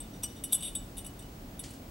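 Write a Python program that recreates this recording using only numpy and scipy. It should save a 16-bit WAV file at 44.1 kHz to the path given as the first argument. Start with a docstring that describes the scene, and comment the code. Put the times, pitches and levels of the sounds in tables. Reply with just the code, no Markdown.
"""Opening a bottle's wire clasp

Hands swing open the wire clasp and stopper of a glass bottle, close by in a small room with a low
rumble and a thin electrical whine. Each clink is a short chatter of contacts that excites the damped
modes of wire and glass. Between clinks the loose wire jiggles; at the end the lever scrapes in its seat."""
import sys
import numpy as np
from scipy import signal
from scipy.fft import rfft, irfft
from scipy.io import wavfile

SR = 44100
rng = np.random.default_rng(int(sys.argv[2]) if len(sys.argv) > 2 else 0)


def to_wav(sig):
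    """Store sig (one row per channel, or 1-D mono) as 16-bit WAV at the path in sys.argv[1].

    Samples outside -1..1 are clipped; the rate is SR.
    """
    pcm = np.clip(np.atleast_2d(sig), -1, 1) * 32767
    pcm = np.round(pcm).astype(np.int16)
    wavfile.write(sys.argv[1], SR, pcm.T)  # frames by channels


N = 83790

# Spectra of background noise, contact crack and lever friction: frequency_hz, relative_db
RUMBLE_SPECTRUM = [(20, -29), (32, 2), (44, 0), (70, -4.5), (120, -4), (160, -7.5), (220, -5), (290, -6.5),
                   (400, -14.5), (700, -17), (1000, -24), (1700, -29.5), (4000, -32), (9000, -36),
                   (14000, -36), (16500, -55)]
CRACK_SPECTRUM = [(300, -10), (1000, -8), (1800, -22), (3300, -16), (6300, -14.5), (9500, -0.5),
                  (11500, -1), (13000, -7), (16000, -24)]
SCRAPE_SPECTRUM = [(500, -13), (1500, -7), (2600, -4), (3500, -2.5), (4500, 1), (6500, -1), (7800, 0),
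                   (9500, -3), (11000, -18), (14000, -24)]
# Stereo width of background noise and reverberation, narrow in the bass and highest treble:
# frequency_hz, side_to_mid_db
SIDE_SPECTRUM = [(30, -40), (90, -31), (180, -20), (350, -11), (700, -3.5), (1400, 2.5), (4000, -2.5),
                 (8000, -3.5), (12000, -25)]
# Steady tones: pitch_hz, level_db
HUM_TONES = [(43.3, -58.5), (183, -60.5), (217, -62.5), (275, -60.5), (15734, -64)]
# Modes of clasp and bottle: pitch_hz, level_db, t60_s, family (rounded to 0-7)
BOTTLE_MODES = [(2375, -8, .04, 1), (2747, -3, 0.046, 1), (2960, -4, 0.27, 1), (3340, -15, 0.082, 1.5),
                (3483, -14.5, 0.12, 0), (3536, -11, 0.16, 1.5), (3674, -5, 0.074, 2.5),
                (4630, -21.5, 0.11, 2), (4820, -20, 0.18, 3), (5835, -1.5, 0.17, 3), (7630, -21, 0.11, 0),
                (7940, -1.5, .17, 4), (8154, -19, 0.072, 2.5), (8260, -1.5, .11, 0), (8317, -7, .11, 0),
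                (8927, -1, 0.097, 5), (8940, -21, .04, 4), (9935, -14, 0.13, -0.5), (10854, 0, 0.097, 6),
                (10750, -16, .03, 6), (11340, -12, 0.066, 6), (11900, -25, 0.15, 6), (12470, 0, 0.052, 7)]
# Impacts: start_s, level_db, chatter_s, t60_ratio, crack_db, then family_db for families 1-7
# (near 3, 3.5, 5.8, 7.9, 8.9, 10.9, 12.5 kHz), set by the place of contact against family 0 (8.3 kHz)
CLINK_EVENTS = [ (.003, -37, 0.006, 0.52, -10.5, -21, -16, -39, -13, -22, -17, -40),
                (.2332, -37, .001, 0.33, 4.5, -17, -14, 1, -10, -8, 2, -18),
                (0.2361, -33, 0.0065, 0.68, -4, -11.5, -33, -4, -13, -13, -5, -22),
                (.4378, -36.5, 0.0027, 0.68, -11, -9.5, -6.5, -10, -7, -1.5, 4.5, -1),
                (.5238, -37, 0.0022, .8, 4, -11, -13, -13, -5, -18, 7, 11),
                (.5295, -25, 0.0034, 0.61, -9, -28, -1, -24, -8.5, -6, 1, -10),
                (.543, -28, 0.0073, 0.56, -8.5, -22, -17, -25, -8, -17, 2, -20),
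                (.5495, -30.5, 0.0015, 0.35, -5, -14, -18, -36, -1, -17, 5.5, -26),
                (.607, -41.5, .004, 0.59, -16, -12, -1, -34, -0.5, -14, -21, -25),
                (.624, -41.5, 0.0064, 0.9, 0, -8, 5.5, -22, -15, 2, -13, -24),
                (.631, -39, 0.0042, 0.88, -5, -6.5, 1, -14, -9.5, 1, -5, -24),
                (.647, -49, .004, 1.64, -15, -2, 11.5, -6.5, -3, 2, 12.5, -13),
                (.659, -47, 0.004, 1.1, -16, -6, 9, -20, -6, -2, 6, -15),
                (.673, -37, 0.015, 0.41, -17, -7, 2.5, -24, -16, -12, -7, -20),
                (0.7512, -35.5, 0.0028, 0.83, -5.5, -15, 1, -24, 3.5, -5, 2, -17),
                (.9695, -51, 0.0011, 0.43, 0, -1.5, 6, -12, -7, -1, 8.5, -8),
                (.9795, -44.5, .003, 0.68, 1.5, -15, 0.5, -20, -18, 4, 3, -17),
                (.9875, -45.5, 0.0016, 0.73, -9, -11, 0.5, -11, -14, 7, -2, -2),
                (1.0457, -52, 0.0019, 0.72, -1, 1, 3, -12, 0, -3, 6.5, -9),
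                (1.063, -48, 0.0024, 0.6, 2.5, -5, -21, -7.5, -3, -10, 5.5, -4),
                (1.191, -50, .002, 0.68, -6, -9, -1, -12, -9, -7, -2.5, -16),
                (1.222, -62.5, .005, 0.65, 2, 7, 6, 3, -4, 1, -4, -6),
                (1.5925, -50, 0.0018, 0.82, 0, -6, 6.5, -9, 0, 4, 13.5, -3),
                (1.689, -60, .002, 0.54, -9, -2.5, -11, -12, -5, -8, -4, -4),
                (1.7055, -54, .002, 0.46, -5, -5, -12, -9, -7, -11, -1, -6),
                (1.736, -61.5, 0.0026, 0.49, 2, -4, 2, -8, -5, -1, -1, -3.5)]
# Bursts of rattling: start_s, length_s, level_db, ping_db (family 3)
JIGGLE_EVENTS = [(.01, .04, -55.5, -12), (0.13, .03, -58, 2.5), (0.224, 0.0092, -50.5, -11),
                 (.28, .035, -57.5, 4.5), (.355, .035, -55.5, -2.5), (.485, .02, -55.5, -12),
                 (0.514, .008, -47.5, -12), (.57, .04, -47, -10), (.68, .025, -51.5, -6),
                 (0.788, .05, -55.5, -6)]
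# Lever strokes: start_s, level_db, t60_s
SCRAPE_STROKES = [(1.6359, -43.5, 0.22), (1.684, -57.5, 0.073), (1.704, -54, 0.12), (1.734, -55, 0.22)]
# Weights of families 0-7 under light contact: level_db
LIGHT_TOUCH_DB = [-4, -5, 4.5, -8, -7.5, -11, -5, -16]

EVENT_TIME_S = np.arange(SR // 2) / SR
LEFT_RIGHT = np.array([[1], [-1]])


def gain(db):
    """Amplitude ratio of a level in decibels."""
    return 10 ** (np.asarray(db) / 20)


def unit_rms(x):
    """Normalisation to an rms of 1."""
    return x / (np.sqrt(np.mean(x ** 2)) + 1e-12)


def decay(t, t60_s):
    """Exponential damping: 60 dB in t60_s."""
    return np.exp(-np.log(1000) * t / max(t60_s, 1e-3))


def add(out, start_s, x):
    """Superposition of x on out from start_s."""
    i = int(start_s * SR)
    x = x[:max(len(out) - i, 0)]
    out[i:i + len(x)] += x


def colour(x, spectrum):
    """Spectral shaping by a curve interpolated in log frequency."""
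    hz, db = np.array(spectrum).T
    bins_hz = np.maximum(np.fft.rfftfreq(len(x), 1 / SR), 1)
    curve_db = np.interp(np.log(bins_hz), np.log(hz), db)
    return irfft(rfft(x) * gain(curve_db), len(x))


def rumble(level_db=-46.5):
    """Broadband room noise, strongest in the bass; an uncorrelated side signal gives it width."""
    mid, side = (unit_rms(colour(rng.standard_normal(N), RUMBLE_SPECTRUM)) for _ in range(2))
    return gain(level_db) * (mid + LEFT_RIGHT * colour(side, SIDE_SPECTRUM))


def hum():
    """Steady sinusoids superpose as a low hum and a thin electrical whine."""
    t = np.arange(N) / SR
    return sum(gain(db) * np.sqrt(2) * np.sin(2 * np.pi * (hz * t + rng.random()))
               for hz, db in HUM_TONES)


def contacts(t, per_s):
    """A Poisson process of tiny impacts of random strength."""
    return (rng.random(len(t)) < per_s / SR) * rng.standard_normal(len(t))


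def ring(force, family_db, t60_ratio=1, bloom_s=.0011, detune=.0005):
    """Modal resonance: each mode swells and decays; the fingers alter its damping and pitch."""
    out = np.zeros(len(force))
    bloom = np.exp(-1 / (bloom_s * SR))
    shifts = rng.standard_normal(len(BOTTLE_MODES))
    for (hz, db, t60_s, family), shift in zip(BOTTLE_MODES, shifts):
        radius = decay(1 / SR, t60_s * t60_ratio)
        angle = 2 * np.pi * hz * (1 + detune * shift) / SR
        ring_poles, bloom_poles = ([1, -2 * r * np.cos(angle), r * r] for r in (radius, bloom))
        mode = signal.lfilter([1], np.convolve(ring_poles, bloom_poles), force)
        mode /= np.sqrt(mode @ mode * (1 - radius ** 2) + 1e-18)  # energy of a decay from rms 1
        out += gain(db + family_db[round(family)]) * mode
    return out


def clinks(rebound_db=-5.5):
    """Impact excitation: wire strikes glass and rebounds, giving a bright crack and a ring."""
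    out, t = np.zeros(N), EVENT_TIME_S
    for start_s, db, chatter_s, t60_ratio, crack_db, *family_db in CLINK_EVENTS:
        force = gain(rebound_db) * contacts(t, per_s=1600) * np.exp(-(t / chatter_s) ** 2)
        force[0] += 1  # first contact
        noise = unit_rms(colour(rng.standard_normal(len(t)), CRACK_SPECTRUM))
        crack = gain(crack_db) * noise * decay(t, t60_s=.063)
        ringing = ring(force, [0, *family_db], t60_ratio)
        add(out, start_s, gain(db) * (ringing + crack))
    return out


def jiggles():
    """Random excitation: light, dense touches of the loose wire sustain the modes."""
    out, t = np.zeros(N), EVENT_TIME_S
    for start_s, length_s, db, ping_db in JIGGLE_EVENTS:
        family_db = [*LIGHT_TOUCH_DB[:3], ping_db, *LIGHT_TOUCH_DB[4:]]
        force = contacts(t, per_s=1000) * (t < length_s)
        add(out, start_s, gain(db) * ring(force, family_db))
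    return out


def scrapes(attack_s=.001, ring_db=-15):
    """Sliding friction: the lever slips in short gritty strokes that barely ring the clasp."""
    out, t = np.zeros(N), EVENT_TIME_S
    for start_s, db, t60_s in SCRAPE_STROKES:
        grit = unit_rms(contacts(t, per_s=16000))
        envelope = (1 - np.exp(-t / attack_s)) * decay(t, t60_s)
        rasp = unit_rms(colour(grit, SCRAPE_SPECTRUM)) * envelope
        ringing = gain(ring_db) * ring(grit * envelope, LIGHT_TOUCH_DB)
        add(out, start_s, gain(db) * (rasp + ringing))
    return out


def reflections(t60_s, level_db, delay_s=.002):
    """Diffuse reflection: the impulse response is decaying noise."""
    t = EVENT_TIME_S
    response = rng.standard_normal(len(t)) * decay(t, t60_s) * (t > delay_s)
    return gain(level_db) * response / np.linalg.norm(response)


def room(direct, left_bias_db=1.4):
    """Reverberation by convolution: early reflections from hands and table, then a faint tail."""
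    responses = [reflections(t60_s=.047, level_db=-13.5) + reflections(t60_s=.42, level_db=-17)
                 for _ in range(2)]
    mid, side = (signal.fftconvolve(direct, response)[:N] for response in responses)
    stereo = direct + mid + LEFT_RIGHT * colour(side, SIDE_SPECTRUM)
    return stereo * gain(LEFT_RIGHT * left_bias_db / 2)


def scene():
    """Superposition of the steady background and the clasp in the room."""
    return rumble() + hum() + room(clinks() + jiggles() + scrapes())


def record(dry, cutoff_hz=16300):
    """An elliptic low-pass filter removes the highest treble."""
    return signal.sosfilt(signal.ellip(8, .2, 70, cutoff_hz, fs=SR, output="sos"), dry)


dry = scene()
out = record(dry)
to_wav(out)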